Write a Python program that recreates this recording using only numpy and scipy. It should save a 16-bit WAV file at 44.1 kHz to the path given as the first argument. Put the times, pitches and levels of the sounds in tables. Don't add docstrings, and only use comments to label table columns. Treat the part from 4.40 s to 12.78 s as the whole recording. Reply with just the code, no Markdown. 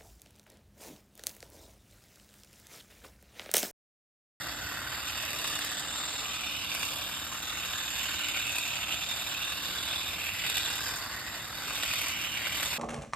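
import sys
import numpy as np
from scipy import signal
from scipy.fft import rfft, irfft, next_fast_len
from scipy.io import wavfile
from scipy.ndimage import uniform_filter1d, map_coordinates

SR = 44100
rng = np.random.default_rng(int(sys.argv[2]) if len(sys.argv) > 2 else 0)


def unload_audio(sound):
    columns = np.transpose(np.atleast_2d(sound))
    steps = np.round(np.clip(columns, -1, 1) * 32767)
    wavfile.write(sys.argv[1], SR, steps.astype(np.int16))


N = 369558

# centre_hz, half_width_hz (where it is 6 dB down), level_db
CASE_MODES = [(756, 450, -1.5), (1166, 416, 3), (1494, 254, -0.5), (4770, 400, -0.5)]
GUARD_MODES = [(1936, 195, 0)]
BAR_MODES = [(2602, 360, -0.2), (2806, 320, -0.8)]
TEETH_MODES = [(3638, 235, 14.5), (3780, 430, -9)]
TIP_MODES = [(7470, 170, 0), (12300, 240, -6)]
# frequency_hz, relative_density_db
HISS_COLOUR = [(380, -3.5), (600, 0.5), (1500, -7), (3200, 5.5), (4200, -1), (5000, 4), (6000, 6.5),
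               (7000, 4), (8000, 3.5), (8800, 2), (11200, 1), (13000, 2), (15800, -8)]
# end_on_db, half_turned_db, broadside_db
CASE_DB = (-45, -44.5, -47.5)
BAR_DB = (-52.5, -43.5, -36.5)
TEETH_DB = (-49.5, -43.5, -44.5)
HISS_DB = (-46.5, -43, -43)
# time_s, relative_level_db
GUARD_COURSE = [(0.1, -41), (0.9, -42), (1.39, -43), (1.88, -69.5), (3.6, -40.5), (3.9, -49), (5.29, -47.5),
                (6.4, -40.5), (6.95, -41), (7.5, -41), (7.9, -46), (8.3, -37)]
# time_s, facing (0 = end-on, 1 = broadside)
FACING = [(.45, 0.097), (.75, 0.54), (1.6, 0.39), (2.15, 0.8), (2.85, 0.36), (3.2, 0.54), (3.85, 0.83),
          (4.2, 0.61), (4.55, 0.83), (5.3, 0.56), (5.9, 0.86), (6.2, 0.75), (6.5, 0.33), (6.7, 0.1),
          (7.15, 0.1), (7.42, 0.89), (8.03, 0.94), (8.25, 0.65)]
# deepest_s, length_s, extra_hiss_db, extra_teeth_db
PASSES = [(1.101, 0.74, 2.5, 2.5), (1.64, 0.85, 2.5, 3.5), (2.45, 0.32, 3.5, 1), (3.13, 0.42, 0, 5),
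          (3.6, 0.75, 1.5, 3), (4.075, 0.48, 1, 1), (4.903, 1, 0, 4), (5.523, 0.69, 1.5, 5.5),
          (6.21, 0.56, 3.5, 8.5), (6.5, 0.37, 4.5, 2), (7.44, 0.41, 3, 2.5), (7.602, 0.51, 4, -0.5),
          (8.241, 0.42, 6, 1)]
# deepest_s, length_s, strokes_per_second_lost
LOADS = [(1.09, .816, 3.79), (2.436, .401, 3.32), (4.093, .517, 1.64), (5.213, .31, .51),
         (6.209, .463, 2.07), (7.555, .339, 1.41), (8.247, .319, 1.85)]
# peak_s, length_s, first_hz, last_hz, gain_db
LOBES = [(0.17, 2, 1390, 1510, 5.5), (0.096, 1, 2300, 2320, -3), (1.05, 1.6, 1600, 2080, 2.5),
         (1.55, 0.91, 8200, 7250, 6), (1.63, 0.49, 1340, 1220, 3), (1.75, 1.5, 12300, 12500, -6),
         (2.3, 0.6, 2950, 2300, 2.5), (2.95, 0.89, 4380, 4800, -4), (2.892, 0.7, 1427, 1950, 2),
         (3.895, 0.78, 1530, 1430, 4.5), (3.9, 2.9, 7000, 6850, 6), (4.164, 0.63, 2320, 2700, 9.5),
         (4.45, 0.81, 705, 760, 8.5), (5.89, 0.65, 2450, 2040, 5.5), (6.35, 1, 1560, 1530, 7.5),
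         (5.35, 0.9, 1520, 1580, 4), (6.496, 0.41, 5040, 5230, 6.5), (7.604, 0.4, 1430, 1390, 7.5),
         (7.95, 0.75, 2220, 2200, 6.5)]
# start_s, relative_crack_db, relative_splinter_db
SNAPS = [(1.043, -18, -45), (1.075, -19, -36), (1.189, -18, -38), (1.246, -31, -36), (1.27, -21, -45),
         (2.348, -17.5, -36.5), (2.429, -15.5, -36.5), (2.583, -31, -43), (4.157, -18, -38),
         (4.183, -19, -33), (6.098, -23, -34), (6.168, -15, -34), (6.18, -21, -36), (6.247, -23, -40),
         (7.432, -12, -39), (7.535, -13.5, -37), (7.615, -23, -34), (7.683, -37, -35.5),
         (7.971, -17.5, -46), (8.068, -17, -55), (8.229, -13.5, -33)]
# frequency_hz, relative_density_db
TWIG_COLOUR = [(200, -6), (700, -4), (2700, -1), (5500, -7), (15000, -28)]
# frequency_hz, relative_level_db
GEAR_COLOUR = [(100, -20), (200, -14), (330, -2), (400, -14.5), (520, -4), (680, 0), (1100, -3),
               (1500, 2.5), (2400, -26), (3000, -48)]
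# multiple_of_stroke_rate, level_db
DRIVE = [(5, -71), (6, -68.5), (8, -67), (9, -69.5)]
# multiple_of_stroke_rate, mean_level_db
WHINE = [(76.3, -61), (190.5, -58.5)]
# frequency_hz, relative_density_db
AIR_COLOUR = [(30, -17), (58, 2), (90, 0), (140, -2), (210, -8), (310, -5.5), (390, -19), (600, -18),
              (1200, -16), (4000, -39), (15000, -23)]
# time_s, level_db
RUMBLE = [(0.1, -48), (0.8, -51), (5.6, -50.5), (8.3, -49)]
# pitch_hz, mean_level_db
FAR_HUM = [(83, -61.5), (100, -65.5), (178, -64), (237, -64.5), (296.5, -61.5)]
# frequency_hz, left_leads_rad
LEAD = [(90, -0.0), (520, -0.8), (1000, -0.2), (2350, -0.2), (3300, 2.0), (4200, 0.0), (4650, -1.7),
        (4950, 1.0), (5350, 1.7), (5750, 3.1), (6300, 3.4), (7650, 6.2), (8800, 6.6), (9700, 9.3),
        (10450, 9.5), (11800, 12.5), (13100, 12.8), (14000, 15.4), (15800, 16.0)]
# frequency_hz, left_minus_right_db
TILT = [(90, 0.5), (340, 2), (600, -2), (1400, 1.5), (1850, -2), (2250, 8.5), (2700, -6.5), (3200, -4.5),
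        (3600, -3.5), (4100, 4), (4500, -20), (5100, 4), (6000, -0.5)]
# frequency_hz, likeness (1 = the same)
ALIKE = [(1400, 1), (2200, 0.85), (3600, 1), (4700, 0.95), (5800, 1)]

FREE_RATE = 39.26
STROKE_ATTACK, RELEASE_OUT, RELEASE_BACK = .11, .68, .48
REVERSAL_DB = -5.8
CASE_WITH_GUARD, CASE_WITH_TEETH = 0.075, 0.15
SHOOT_CHANCE, SHOOT_DB = 0.84, -31
CRACK_ATTACK_S = .0011
GEARS_DB = -51
LOW_CUT_HZ, TOP_HZ = 33, 15850


def amp(db):
    return 10 ** (np.asarray(db) / 20)


def unit(x):
    return x / np.sqrt(np.mean(x ** 2) + 1e-20)


def along(points, hz):
    f, v = np.transpose(points)
    return np.interp(np.log(hz + 1), np.log(np.abs(f) + 1), v)


def curves(rows):
    s, *cols = np.transpose(rows)
    return [np.interp(np.arange(N) / SR, s, c) for c in cols]


def wobble(rate):
    knots = rng.standard_normal(int(N * rate / SR) + 4)
    return map_coordinates(knots, [np.arange(N) * rate / SR])


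def filtered(x, response):
    m = next_fast_len(N + SR // 4, real=True)
    return irfft(rfft(x, m) * response(np.fft.rfftfreq(m, 1 / SR)), m)[..., :N]


def coloured(x, spectrum):
    return filtered(x, lambda hz: amp(along(spectrum, hz)))


def ringing(x, modes):
    def response(f):
        return sum(amp(db) * (2j * f * w / (c * c - f * f + 2j * f * w)) ** 2 for c, w, db in modes)
    return filtered(x, response)


def impacts(rate, spread_db):
    hits = rng.random(N) < rate / SR
    signs = rng.choice([-1, 1], N)
    return unit(hits * signs * amp(spread_db * rng.standard_normal(N)))


def swells(rows):
    t = np.arange(N) / SR
    return sum(np.outer(effects, np.clip(1 - np.abs(t - s) / (length / 2), 0, 1))
               for s, length, *effects in rows)


def turned(values):
    parabola = np.polyfit([0, .5, 1], values, 2)
    return np.polyval(parabola, curves(FACING)[0])


def blades(strokes, cut, extra_hiss_db, extra_teeth_db, jolt_db, guard_db):
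    guard, = curves(GUARD_COURSE)
    case_db = turned(CASE_DB) + CASE_WITH_GUARD * (guard - guard.mean()) + CASE_WITH_TEETH * extra_teeth_db
    gains = amp([case_db, guard + guard_db, turned(BAR_DB), turned(TEETH_DB) + extra_teeth_db])
    hiss_db = turned(HISS_DB) + extra_hiss_db
    force = contact_force(strokes, tooth_db=.75, scatter_db=.85)

    def rub(rate, spread_db, slide, flutter_db):
        chatter = impacts(rate, spread_db) + slide * rng.standard_normal(N)
        return force * amp(flutter_db * wobble(130)) * chatter

    rasp = 0
    for lo, hi in [(0, 6000), (6000, 10000), (10000, SR)]:
        spot = rub(rate=1800, spread_db=3.5, slide=0.82, flutter_db=1.2)
        rasp = rasp + filtered(spot, lambda hz: (hz >= lo) & (hz < hi))
    hiss = coloured(rasp, HISS_COLOUR)
    tip = ringing(force * rng.standard_normal(N), TIP_MODES)
    treble = amp(hiss_db) * (unit(hiss) + amp(-9.5) * unit(tip))

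    rings = [unit(ringing(rub(rate=2200, spread_db=2.0, slide=0.49, flutter_db=1.24), modes))
             for modes in (CASE_MODES, GUARD_MODES, BAR_MODES, TEETH_MODES)]
    jolt = amp(jolt_db) * cut / np.linalg.norm(gains, axis=0)
    body = np.hypot(1, jolt) * np.sum(gains * rings, axis=0)
    return lobed(treble + body, width_share=0.092, patchy_db=1.9)


def contact_force(strokes, tooth_db, scatter_db):
    u = strokes % 1
    release = np.where(strokes % 2 < 1, RELEASE_OUT, RELEASE_BACK)
    slack = np.clip(np.maximum(1 - u / STROKE_ATTACK, (u - release) / (1 - release)), 0, 1)
    teeth = np.cos(6 * np.pi * (u - STROKE_ATTACK))
    return amp(REVERSAL_DB * (slack - slack.mean()) + tooth_db * teeth + scatter_db * wobble(FREE_RATE))


def lobed(x, width_share, patchy_db):
    hz, t, z = signal.stft(x, SR, nperseg=1024)
    across_hz = uniform_filter1d(rng.standard_normal(z.shape), size=6, axis=0)
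    gain_db = patchy_db * unit(uniform_filter1d(across_hz, size=20, axis=1))
    for s, length, first_hz, last_hz, db in LOBES:
        u = np.clip((t - s) / length + .5, 0, 1)
        off = hz[:, None] / (first_hz + u * (last_hz - first_hz)) - 1
        gain_db = gain_db + db * np.sin(np.pi * u) * np.exp(-(off / width_share) ** 2)
    return signal.istft(z * amp(gain_db), nperseg=1024)[1][:N]


def gears(strokes, count=150, size=8192, channels=3):
    orders = np.arange(count)
    knocks = np.exp(2j * np.pi * rng.random((channels, count))) * (orders > 0)
    cycles = irfft(knocks * amp(along(GEAR_COLOUR, orders * FREE_RATE / 2)), size)
    shares = np.array([wobble(2) for _ in cycles])
    crank = strokes / 2 % 1
    faces = np.array([np.interp(crank, np.arange(size) / size, cycle) for cycle in cycles])
    return amp(GEARS_DB) * unit(np.sum(shares * faces, axis=0) / np.linalg.norm(shares, axis=0))


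def motor(strokes):
    turn = 2 * np.pi * strokes
    hum = sum(amp(db) * np.sin(multiple * turn) for multiple, db in DRIVE)
    whine = sum(amp(db + 4 * wobble(14)) * np.sin(multiple * turn + 1.1 * wobble(110))
                for multiple, db in WHINE)
    return hum + whine


def bites(strokes, sag, tear_t60, crack_t60, crack_db, shoot_splinter_db):
    t = np.arange(SR // 10) / SR
    decay = amp(-60 * t / crack_t60) + 0.21 * amp(-60 * t / tear_t60)
    burst = decay * (1 - np.exp(-t / CRACK_ATTACK_S))
    closing = np.diff(np.floor(strokes), prepend=np.floor(strokes[0])) > 0
    shoots = closing & (rng.random(N) < SHOOT_CHANCE * sag / sag.max())
    force = shoots * amp([[SHOOT_DB], [SHOOT_DB + shoot_splinter_db]])
    for s, crack, splinter in SNAPS:
        force[:, round(s * SR)] += amp([crack + crack_db, splinter])
    return signal.fftconvolve(force, burst[None], axes=1)[:, :N]


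def twigs(cut, splintering, wood_db, splinter_db):
    wood = unit(coloured(rng.standard_normal(N), TWIG_COLOUR))
    tick_colour = [(3000, -3.0), (8000, 3.5), (13000, 1.0), (16000, -10.5)]  # frequency_hz, gain_db
    ticks = unit(coloured(impacts(rate=3700, spread_db=2), tick_colour))
    return amp(wood_db) * cut * wood + amp(splinter_db) * splintering * ticks


def garden(x, near_s, far_s, count):
    n = np.arange(N)
    delays = rng.uniform(near_s, far_s, count)
    paths = [x.take((n - SR * (d + .0007 * wobble(1.3))).astype(int), mode="clip") for d in delays]
    return sum(paths) / np.sqrt(count)


def outdoors():
    t = np.arange(N) / SR
    rumble_db = curves(RUMBLE)[0] + 0.19 * wobble(2.44)
    rumble = amp(rumble_db) * unit(coloured(rng.standard_normal(N), AIR_COLOUR))
    hum = sum(amp(db + 3.2 * wobble(1.706)) * np.sin(2 * np.pi * hz * t + 0.89 * wobble(2.98))
              for hz, db in FAR_HUM)
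    return rumble + hum


def microphones(direct, diffuse, blur):
    def spread(hz):
        likeness = along(ALIKE, hz) - blur * np.sin(along(LEAD, hz)) ** 2
        return np.arccos(np.clip(likeness, 0, 1)) / 2

    mid = filtered(direct, lambda hz: np.cos(spread(hz)))
    side = filtered(diffuse, lambda hz: np.sin(spread(hz)))
    sign = np.array([[1], [-1]])

    def pair(hz):
        return amp(sign * along(TILT, hz) / 2) * np.exp(.5j * sign * along(LEAD, hz))
    return filtered(mid + sign * side, pair)


def scene():
    sag, = swells(LOADS)
    extra_hiss_db, extra_teeth_db = swells(PASSES)
    strokes = np.cumsum(FREE_RATE - sag) / SR - .237
    cut, splintering = bites(strokes, sag, tear_t60=0.034, crack_t60=0.024, crack_db=-1.5,
                             shoot_splinter_db=-9.5)
    rattle = blades(strokes, cut, extra_hiss_db, extra_teeth_db, jolt_db=-10.5, guard_db=-7.5)
    snaps = twigs(cut, splintering, wood_db=-15, splinter_db=9.0)
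    tool = rattle + gears(strokes) + snaps + motor(strokes)
    scatter = amp(-14) * garden(tool, near_s=.002, far_s=.02, count=8)
    direct = tool + scatter + outdoors()
    diffuse = garden(direct, near_s=.002, far_s=.012, count=5)
    return microphones(direct, diffuse, blur=0.61)


def record(dry):
    return filtered(dry, lambda hz: (hz < TOP_HZ) * hz ** 4 / np.hypot(hz ** 4, LOW_CUT_HZ ** 4))


dry = scene()
out = record(dry)
unload_audio(out)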